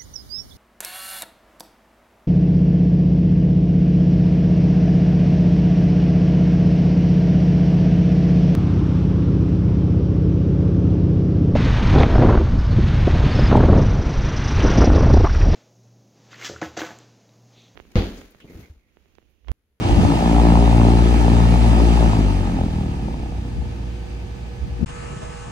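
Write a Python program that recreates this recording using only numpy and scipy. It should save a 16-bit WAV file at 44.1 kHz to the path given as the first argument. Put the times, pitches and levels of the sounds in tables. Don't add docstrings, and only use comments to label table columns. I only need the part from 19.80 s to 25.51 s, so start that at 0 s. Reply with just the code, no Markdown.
import sys
import numpy as np
from scipy import signal
from scipy.fft import rfft, irfft, next_fast_len
from scipy.io import wavfile
from scipy.ndimage import uniform_filter1d

SR = 44100
rng = np.random.default_rng(int(sys.argv[2]) if len(sys.argv) > 2 else 0)


def transcribe(u):
    v = np.clip(np.atleast_2d(u).T, -1, 1)
    q = np.round(v * 32767).astype(np.int16)
    wavfile.write(sys.argv[1], SR, q)


N = 251976
TIME = np.arange(N) / SR
SILENCE_START_S, SILENCE_END_S = 5.047, 5.059

POWER_OFF_S, COAST_S = 2.235, 1.58
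# (relative level dB at full speed, dB lost per dB of speed lost)
THUMP, OCTAVE, HIGHER, CHOPPING, RUSHING = (-12.5, 2.9), (-21, 3.2), (-18, 2.67), (-34.5, 3.14), (1, 3.6)
TWIST_TURNS = .55
BITE_DB, BITE_TURNS, BITE_HZ = 1.1, .004, 12
KNOCK_HZ, KNOCK_DB = 750, -22
# time_s [s], pass_hz [Hz]
BLADE_PASS = [(0, 57.3), (.65, 57.4), (.85, 57.9), (1.5, 57.87), (1.9, 57.8)]
# time_s [s], thump_db, octave_db, overtones_db, bright_db (extra for bright overtones), chop_db [dB]
TONE_WAVER = [(0, -30, -9, -12.5, 0.5, -5), (.14, -23, -6, -8, 2.5, -3.5), (.25, -16, -6, -4.5, 1.5, 4),
              (.35, -5, -7, -4.5, 3, -3.5), (.39, -8, -19.5, -7.5, -2, 3), (.46, -7, -13, 1, -1.5, 2.5),
              (.57, 0, -9, -1.5, 8, 5.5), (.71, -1, 2.5, 3.5, -2, 5), (.83, -0.5, -3, 2, 2.5, 0),
              (.92, 0, 0.5, -0.5, -2, 2), (1, -1.3, 6, 2, 1.5, 5), (1.2, 0, 0.5, 0, 1.5, 0),
              (1.41, -1, -6, -8, 5.5, -3.5), (1.47, -0.5, 2.5, 1, 0, -0.5), (1.65, 0, 4, -0.5, -2.5, -2),
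              (1.83, 1, -1, -5, -1.5, 0), (1.88, 1.5, 7.5, 0, -6.5, -0.5), (1.94, 0.7, -8, -5, 5, 0),
              (2.09, 0.5, -0.5, -3.5, 7, -3), (2.14, 1, -5, -2, -6, -1.5), (2.19, 0.8, -10.5, -7, 5, 0.5),
              (2.28, 0.5, 1.5, 0, -3, -3), (2.32, -4, 3.5, -7.5, -1.5, -1), (2.39, -2.5, 5, 1, 2.5, -11),
              (2.45, 1.5, -4, -3.5, -4, 0.5), (2.62, -1, 4, -2, -2, 0.5), (2.75, -2.5, -6, 7, -4, -2),
              (2.81, -2, 9, 4, -3.5, 4.5), (2.87, -2, 4.5, 1, 3.5, -2), (2.9, -1.5, 3, -5, 1, -7.5),
              (2.97, -7, 7, 5.5, -11.5, 1.5), (3.05, -2.5, 3.5, 3, 2, 0.5), (3.2, -4, 1.5, 2.5, -1, -2),
              (3.45, 2, 1, 3.5, 1, 1.5), (4.2, 1, -3, -2.5, -1, -1)]
# pitch_hz [Hz], level_db (difference over sum) [dB], lead_rad [rad]
PORT_DIFFERENCE = [(58, -7.8, -.88), (115, -24, .3), (173, -27, 2.6), (231, -20, 2.6), (290, -15.5, 2.2),
                   (350, -8, 1.5), (480, -10.5, 1.55), (784, -3.5, 1.5), (1100, 3, 1.13),
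                   (1580, -15.5, 0.5), (2160, -13, -4.5), (2620, 2.5, -2.5), (3000, 3.5, -2),
                   (4300, -4, -0.5), (9000, -18, -1.5)]


def fan():
    slowing = 1 + np.maximum(TIME - POWER_OFF_S, 0) / COAST_S
    pass_hz = np.interp(TIME, *np.transpose(BLADE_PASS)) / slowing
    speed_loss_db = 20 * np.log10(slowing)
    thump_db, octave_db, over_db, chop_db, rush_db = (
        db - law * speed_loss_db for db, law in (THUMP, OCTAVE, HIGHER, CHOPPING, RUSHING))
    time_s, *columns = np.transpose(TONE_WAVER)
    low_db, second_db, upper_db, bright_db, flutter_db = (np.interp(TIME, time_s, c) for c in columns)

    turns = np.cumsum(pass_hz) / SR + .92
    twist = np.exp(2j * np.pi * TWIST_TURNS * (slowing - 1))
    bite = wander(BITE_HZ)
    bite_db = BITE_DB * bite.real
    loose_turns = turns + BITE_TURNS * bite.imag

    thump = np.sqrt(2) * (twist * np.exp(2j * np.pi * (turns + .04))).real
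    thump *= np.clip(pass_hz / 10 - 2.5, 0, 1)
    octave_wave = twist * np.exp(4j * np.pi * (turns + .47))
    octave = np.sqrt(2) * ((.95 + .15 * wander(3.)) * octave_wave).real
    higher = overtones(loose_turns, pass_hz, slowing, twist, bright_db)
    air, loose = rush(turns, rush_db)
    puffs, knocks = chops(loose_turns, pass_hz)

    both = amp(thump_db + low_db) * thump + amp(octave_db + second_db) * octave
    both += amp(over_db + upper_db + bite_db) * higher + air
    knock_gain = amp(KNOCK_DB + chop_db - CHOPPING[0])
    both += amp(flutter_db + bite_db) * (amp(chop_db) * puffs + knock_gain * knocks)
    both += hard_chops() + ticks()

    size = next_fast_len(N + 4096)
    bins = np.fft.rfftfreq(size, 1 / SR)
    transfer = amp(read(PORT_DIFFERENCE, bins)) * np.exp(1j * read(PORT_DIFFERENCE, bins, order=2))
    apart = irfft(rfft(both, size) * transfer, size)[:N]
    return np.array([both, apart + loose])


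STEADY = 0.965
LOCK_S = 0.33
DARKEN = 0.2
BRIGHT_HZ = 220
SWEEP_RAD = 0.11
# pitch_hz [Hz], level_db (relative) [dB]
OVERTONE_COLOUR = [(60, 2.5), (115, 3), (173, -2.5), (231, -2), (289, -6.5), (346, -10), (404, -14),
                   (462, -22), (520, -24)]


def overtones(loose_turns, pass_hz, slowing, twist, bright_db):
    over, power = 0, 0
    locked = np.clip(TIME / LOCK_S, 0, 1) ** 2
    for k in range(3, 14):
        gain = amp(read(OVERTONE_COLOUR, k * pass_hz * slowing ** DARKEN))
        share = np.clip(STEADY ** (k - 2) * locked / slowing ** 0.41, 0, 1)
        wave = twist * np.exp(2j * np.pi * k * (loose_turns + .47))
        wave = wave * np.exp(1j * SWEEP_RAD * slowing ** .3 * (k - 4) ** 2)
        brightness = np.clip(2 * np.log2(k * pass_hz / BRIGHT_HZ), 0, 1)
        wave = wave * amp(bright_db * brightness)
        unsteady = np.sqrt(1 - share ** 2) * wander(0.79 * k)
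        over = over + gain * ((share + unsteady) * wave).real
        power = power + gain ** 2 / 2
    return over / np.sqrt(power)


# pitch_hz [Hz], width_hz (of one pass of two) [Hz], level_db (relative) [dB]
SHROUD_RESONANCES = [(572, 217, 0), (790, 284, 7.5), (876, 195, 7), (1260, 420, -11.5), (2200, 460, -24.5)]


def shroud(x):
    total = 0
    for k, (hz, width_hz, db) in enumerate(SHROUD_RESONANCES):
        ringing = resonate(resonate(x, hz, width_hz), hz, width_hz)
        total = total + (-1) ** k * amp(db) * ringing
    return total


def chops(turns, pass_hz):
    size, slip, hue = rng.standard_normal((600, 3)).T
    late = turns + .26
    blade = late.astype(int)
    age = (late % 1 - .5) / pass_hz - 0.00033 * slip[blade]
    puffs = np.exp(-(age / 0.0013) ** 2) * rng.standard_normal(N)
    knocks = np.zeros(N + 240)
    at = np.flatnonzero((age[1:] >= 0) & (age[:-1] < 0))
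    hard_s = np.array(HARD_KNOCKS)[:, :1]
    for i in at[abs(at / SR - hard_s).min(0) > .005]:
        colour_hz = KNOCK_HZ * (1 + 0.092 * hue[blade[i]])
        knocks[i:i + 240] += amp(1.9 * size[blade[i]]) * knock(colour_hz)
    return evened(shroud(puffs + 0.23 * rng.standard_normal(N))), knocks[:N]


# start_s [s], level_db (peak) [dB], pitch_hz [Hz]
HARD_KNOCKS = [(0.249, -13.5, 737), (0.319, -15, 840), (0.458, -12.5, 781), (0.476, -13, 696),
               (0.511, -11.5, 680), (0.529, -11, 725), (0.563, -22, 840), (0.582, -16.5, 750),
               (0.597, -14.5, 854), (0.668, -18.5, 900), (0.702, -14, 723), (0.72, -10.5, 676),
               (0.754, -10.5, 829), (0.772, -12.5, 814), (0.876, -14, 824), (0.912, -14.5, 754),
               (0.979, -18, 719), (0.997, -16, 797), (1.014, -12.5, 876), (1.066, -14, 740),
               (1.134, -17.5, 773), (1.191, -17, 814), (1.463, -18, 641), (1.48, -9, 654),
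               (1.602, -15.5, 774), (1.932, -14, 748), (1.951, -21.5, 748), (2.0, -14.5, 832),
               (2.035, -23.5, 689), (2.174, -19, 866), (2.225, -15, 767), (2.332, -15, 824),
               (2.369, -19.5, 697), (2.483, -25, 840), (2.609, -30, 870), (2.811, -16.5, 600),
               (2.883, -29.5, 700), (3.284, -23, 596), (3.341, -25.5, 785), (3.434, -29, 654)]


def hard_chops():
    out = np.zeros(N)
    for start_s, db, hz in HARD_KNOCKS:
        out[round(start_s * SR):][:240] += amp(db) * knock(hz)
    return out


KNOCK_S = .0008


def knock(hz):
    t = np.arange(240) / SR - .002
    return np.exp(-.5 * (t / KNOCK_S) ** 2) * np.cos(2 * np.pi * hz * t)


RUSH_RISE_S, RUSH_START_DB = 0.02, -9
TREBLE_HZ, TREBLE_RISE_S = 6000, 0.06
CHOPPED_RUSH = .1
# pitch_hz [Hz], sum_db, difference_db (relative densities at the ports) [dB per Hz]
RUSH_SPECTRUM = [(30, -50, -56.5), (85, -47, -56.5), (201, -47.5, -59.5), (345, -51.5, -59.5),
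                 (546, -63, -62.5), (896, -58, -64.5), (1050, -73.5, -68.5), (2170, -74.5, -77),
                 (4900, -79, -81.5), (9770, -87.5, -87), (10770, -125, -99.5), (11500, -120, -90.5),
                 (12000, -95.5, -110), (14300, -99, -125), (15000, -102, -101)]
# pitch_hz [Hz], width_hz [Hz], level_db [dB]
DUCT_COLOUR = [(1248, 112, 8), (1755, 110, 4.5), (2445, 440, 3.5), (4870, 150, 2.5), (5380, 91, -10),
               (7650, 310, -8), (7870, 190, 5.5)]


def rush(turns, rush_db):
    level = amp(rush_db + RUSH_START_DB * np.exp(-TIME / RUSH_RISE_S))
    pair = noise(RUSH_SPECTRUM, patchy_db=1., flicker_db=0.33, peaks=DUCT_COLOUR) * level
    treble = signal.sosfilt(signal.butter(2, TREBLE_HZ, "high", fs=SR, output="sos"), pair)
    air, loose = pair - treble * np.exp(-(TIME / TREBLE_RISE_S) ** 2)
    swell = np.cos(np.pi * (turns - .24)) ** 6 * 2 - .6
    return air * (1 + CHOPPED_RUSH * swell), loose


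TICK_HZ, TICK_WIDTH_HZ, TICK_S = 3000, 2000, .0015
# start_s [s], level_db (peak) [dB]
DRY_TICKS = [(0.055, -34), (.087, -24.5), (0.11, -25)]


def ticks():
    out = np.zeros(N)
    t = np.arange(600) / SR
    for start_s, db in DRY_TICKS:
        grit = rng.standard_normal(600) * np.exp(-t / TICK_S)
        tick = resonate(resonate(grit, TICK_HZ, TICK_WIDTH_HZ), TICK_HZ, TICK_WIDTH_HZ)
        out[round(start_s * SR):][:600] += amp(db) * tick / abs(tick).max()
    return out


SHAFT_HZ = 57.6
HISS_DB, BODY_HZ, BODY_SWELL_S = 0.6, (240, 900), 0.11
# pitch_hz [Hz], level_db (relative) [dB]
CLOSE_LINES = [(59.2, -41), (118.4, -45.5), (479.1, -48.5), (646.0, -65), (818.3, -57.5), (888.2, -57.5),
               (1055, -60), (1114, -60), (1168, -57.5), (1233, -59), (1292, -53.5), (1518, -58),
               (1696, -61), (1760, -57.5)]
# pitch_hz [Hz], level_db (relative) [dB]
SHAFT_COMB = [(150, -46), (400, -82), (2000, -78), (3000, -72), (3300, -79), (5900, -82), (6200, -72.5),
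              (8500, -76), (10000, -87)]
# pitch_hz [Hz], sum_db, difference_db (relative densities at the ports) [dB per Hz]
HISS_SPECTRUM = [(30.05, -76, -87), (55, -61, -86), (89, -59.5, -88), (170, -64, -80), (240, -73.5, -73),
                 (372, -74, -72), (700, -81, -71.5), (1200, -82, -77), (1800, -82.5, -99), (2850, -85, -81),
                 (3180, -91, -89), (5900, -93.5, -94), (6300, -89, -97), (8750, -94.5, -95),
                 (10300, -102, -104), (11000, -120, -113)]
# centre_s [s], length_s [s], level_db (relative) [dB], pitch_hz [Hz], width_hz [Hz]
SCUFF_BURSTS = [(5.076, 0.025, -27, 66.7, 30), (5.162, 0.05, -34.5, 60, 25), (5.325, 0.022, -35, 130, 120),
                (5.11, 0.04, -54, 1300, 900), (5.202, 0.07, -47.5, 1800, 900),
                (5.29, 0.047, -47, 1100, 700), (5.432, 0.05, -43.5, 635, 40),
                (5.658, 0.054, -48, 850, 300.1)]


def beside():
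    multiples = SHAFT_HZ * np.arange(3, 170)
    level = amp(read(SHAFT_COMB, multiples) + 3.0 * rng.standard_normal(len(multiples)))
    start = round(SILENCE_START_S * SR)
    shaft_s = TIME[start:] + 2.e-5 * wander(2.)[start:].real
    comb = np.zeros((2, N))
    for channel in comb:
        phase = 2 * np.pi * rng.random((len(multiples), 1))
        channel[start:] = level @ np.cos(2 * np.pi * multiples[:, None] * shaft_s + phase)

    since_s = TIME - SILENCE_END_S
    hiss = noise(HISS_SPECTRUM, patchy_db=1.4, flicker_db=.8) * amp(HISS_DB)
    body = signal.sosfilt(signal.butter(2, BODY_HZ, "band", fs=SR, output="sos"), hiss)
    hiss = hiss - body * np.clip(1 - since_s / BODY_SWELL_S, 0, .8)

    scuffs = np.zeros((2, N))
    for centre_s, length_s, db, hz, width_hz in SCUFF_BURSTS:
        side = np.clip(hz / 600, .2, 1.6)
        scuffs += amp(db) * burst(centre_s, length_s, hz, width_hz) * np.array([[1], [side]])
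    buzz = tones(CLOSE_LINES, waver=.36) * np.clip(since_s / 0.039, 0, 1)
    return buzz + comb * [[1.4], [.8]] + hiss + 0.55 * scuffs


SWING, LUMPY = 1.6, .35
# centre_s [s], length_s [s], level_db (relative) [dB], pitch_hz [Hz], pan_db (left minus right) [dB]
WIND_BUFFETS = [(0.022, 0.033, -28, 128, 0), (0.056, 0.017, -20, 119, 0), (0.098, 0.022, -14, 60, 2),
                (0.119, 0.02, -11, 62, -1), (0.138, 0.022, -7, 52, -1), (0.155, 0.022, -21, 55, 0),
                (0.178, 0.022, -8, 59, 5), (0.194, 0.02, -20, 202, 21), (0.21, .014, -14, 110, -4),
                (0.232, 0.023, -15.5, 75, -7), (.243, .022, -17.5, 240, 1), (0.255, 0.022, -12, 100, 7),
                (0.297, 0.08, -20.5, 281, 5), (.322, 0.022, -18.5, 155, 4), (3.799, 0.094, -33, 71.3, 23),
                (4.83, 0.046, -23.5, 61.6, -8), (4.879, 0.02, -29, 172, -2), (4.93, 0.07, -25.5, 70, 1),
                (4.981, 0.053, -29, 58, 10), (4.996, 0.014, -34, 295, 10), (5.014, 0.011, -29.5, 230, 14),
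                (5.033, 0.034, -20.5, 74, 10), (5.043, .015, -27, 75, 8), (5.031, 0.016, -21, 183, 17),
                (5.034, 0.015, -33, 367, 4)]


def wind():
    out = np.zeros((2, N))
    for centre_s, length_s, db, hz, pan_db in WIND_BUFFETS:
        t = TIME - centre_s
        swing = np.exp(-.5 * (t / (0.25 * length_s)) ** 2) * -np.cos(2 * np.pi * hz * t)
        left, right = (
            amp(db + side * pan_db / 2) * (SWING * swing + LUMPY * burst(centre_s, length_s, hz, 0.72 * hz))
            for side in (1, -1))
        out += [(left + right) / 2, (left - right) / 2]
    return out


# time_s [s], pitch_hz [Hz], level_db (rms in the sum) [dB]
HUM_GLIDE = [(0, 59, -36.5), (2.6, 57.4, -30), (3.5, 57.25, -28), (3.9, 59.2, -28), (4.3, 58.8, -30),
             (4.65, 58.3, -33), (4.85, 59.4, -36), (5.05, 60.3, -35)]
# pitch_hz [Hz], level_db (relative) [dB]
STEADY_LINES = [(118, -42), (360.7, -53), (479.5, -51.5), (764.4, -61.5), (823.6, -62), (884, -64),
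                (1523, -66), (1707, -65.5)]
# pitch_hz [Hz], sum_db, difference_db (relative densities at the ports) [dB per Hz]
ROOF_SPECTRUM = [(35, -53, -65), (70, -58.5, -73.5), (100, -60, -75.5), (206, -65.5, -75.5),
                 (550, -79.5, -76.5), (880, -83, -84), (1290, -93, -89.5), (2600, -89.5, -88.5),
                 (5900, -95, -97), (9800, -105, -103), (10700, -125, -104), (12200, -117, -114),
                 (12600, -109, -125), (14300, -112, -125), (15000, -113, -113)]


def roof():
    time_s, hz, db = np.transpose(HUM_GLIDE)
    hum_turns = np.cumsum(np.interp(TIME, time_s, hz)) / SR
    hum = amp(np.interp(TIME, time_s, db)) * np.sqrt(2) * np.exp(2j * np.pi * hum_turns)
    far = noise(ROOF_SPECTRUM, patchy_db=.7, flicker_db=.3, peaks=DUCT_COLOUR)
    hum_pair = (hum * [[1], [-.2 * np.exp(1j * .45)]]).real
    return hum_pair + tones(STEADY_LINES, waver=0.46) + far


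def burst(centre_s, length_s, hz, width_hz):
    out = np.zeros(N)
    near = abs(TIME - centre_s) < .25 + 3 * length_s
    grit = rng.standard_normal(near.sum())
    out[near] = evened(resonate(resonate(grit, hz, width_hz), hz, width_hz))
    return out * np.exp(-.5 * ((TIME - centre_s) / (0.81 * length_s)) ** 2)


def tones(lines, waver):
    out = np.zeros((2, N))
    for hz, db in lines:
        wave = amp(db) * (1 + waver * wander(9.1)) * np.exp(2j * np.pi * hz * TIME)
        phase = np.exp(2j * np.pi * rng.random((2, 1)))
        out += (wave * phase).real * [[np.sqrt(2)], [.8]]
    return out


def noise(spectrum, patchy_db, flicker_db, peaks=()):
    frames, hz = N // 256 + 5, np.fft.rfftfreq(1024, 1 / SR)
    a, b, c, d, patches = rng.standard_normal((frames, 513, 5)).T
    patches = evened(uniform_filter1d(uniform_filter1d(patches, size=14, axis=0), size=10, axis=1))
    flicker = evened(uniform_filter1d(rng.standard_normal(frames), size=3))
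    colour = np.array([read(spectrum, hz, order=1), read(spectrum, hz, order=2)])
    colour = colour + sum(db * np.exp(-((hz - f) / width) ** 2) for f, width, db in peaks)
    gain = amp(colour[:, :, None] + patchy_db * patches + flicker_db * flicker)
    z = np.array([a + 1j * b, c + 1j * d]) * gain
    return signal.istft(z, nperseg=1024, noverlap=768)[1][:, :N] * np.sqrt(SR / 1024 * 1.5)


def resonate(x, hz, width_hz):
    return signal.lfilter(*signal.iirpeak(hz, hz / width_hz, SR), x)


def wander(hz):
    steps = np.arange(int(N / SR * 60) + 40) / 60
    a, b = rng.standard_normal((len(steps), 2)).T
    slow = evened(signal.lfilter([1], [1, -np.exp(-2 * np.pi * hz / 60)], a + 1j * b))
    real = np.interp(TIME + .3, steps, slow.real)
    return real + 1j * np.interp(TIME + .3, steps, slow.imag)


def read(points, hz, order=1):
    table = np.transpose(points)
    return np.interp(np.log(hz + 1), np.log(table[0] + 1), table[order])


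def evened(x):
    return x / np.sqrt(np.mean(abs(x) ** 2) + 1e-20)


def amp(db):
    return 10 ** (np.asarray(db) / 20)


LOW_CUT_HZ = 48


def scene():
    low_cut = signal.butter(4, LOW_CUT_HZ, "high", fs=SR, output="sos")
    fade_out = np.clip((SILENCE_START_S - TIME) / 0.0013, 0, 1)
    fade_in = np.clip((TIME - SILENCE_END_S) / 0.0024, 0, 1)
    above = signal.sosfilt(low_cut, fan() + roof()) + signal.sosfiltfilt(low_cut, wind())
    both, apart = fade_out * above + fade_in * beside()
    return np.array([both + apart, both - apart])


EDGE_HZ = 15700


def record(dry):
    soft = 1.1 * np.tanh(dry / 1.05)
    low_pass = signal.firwin(2047, EDGE_HZ, window=("kaiser", 9), fs=SR)
    return signal.oaconvolve(soft, low_pass[None], "same")


dry = scene()
out = record(dry)
transcribe(out)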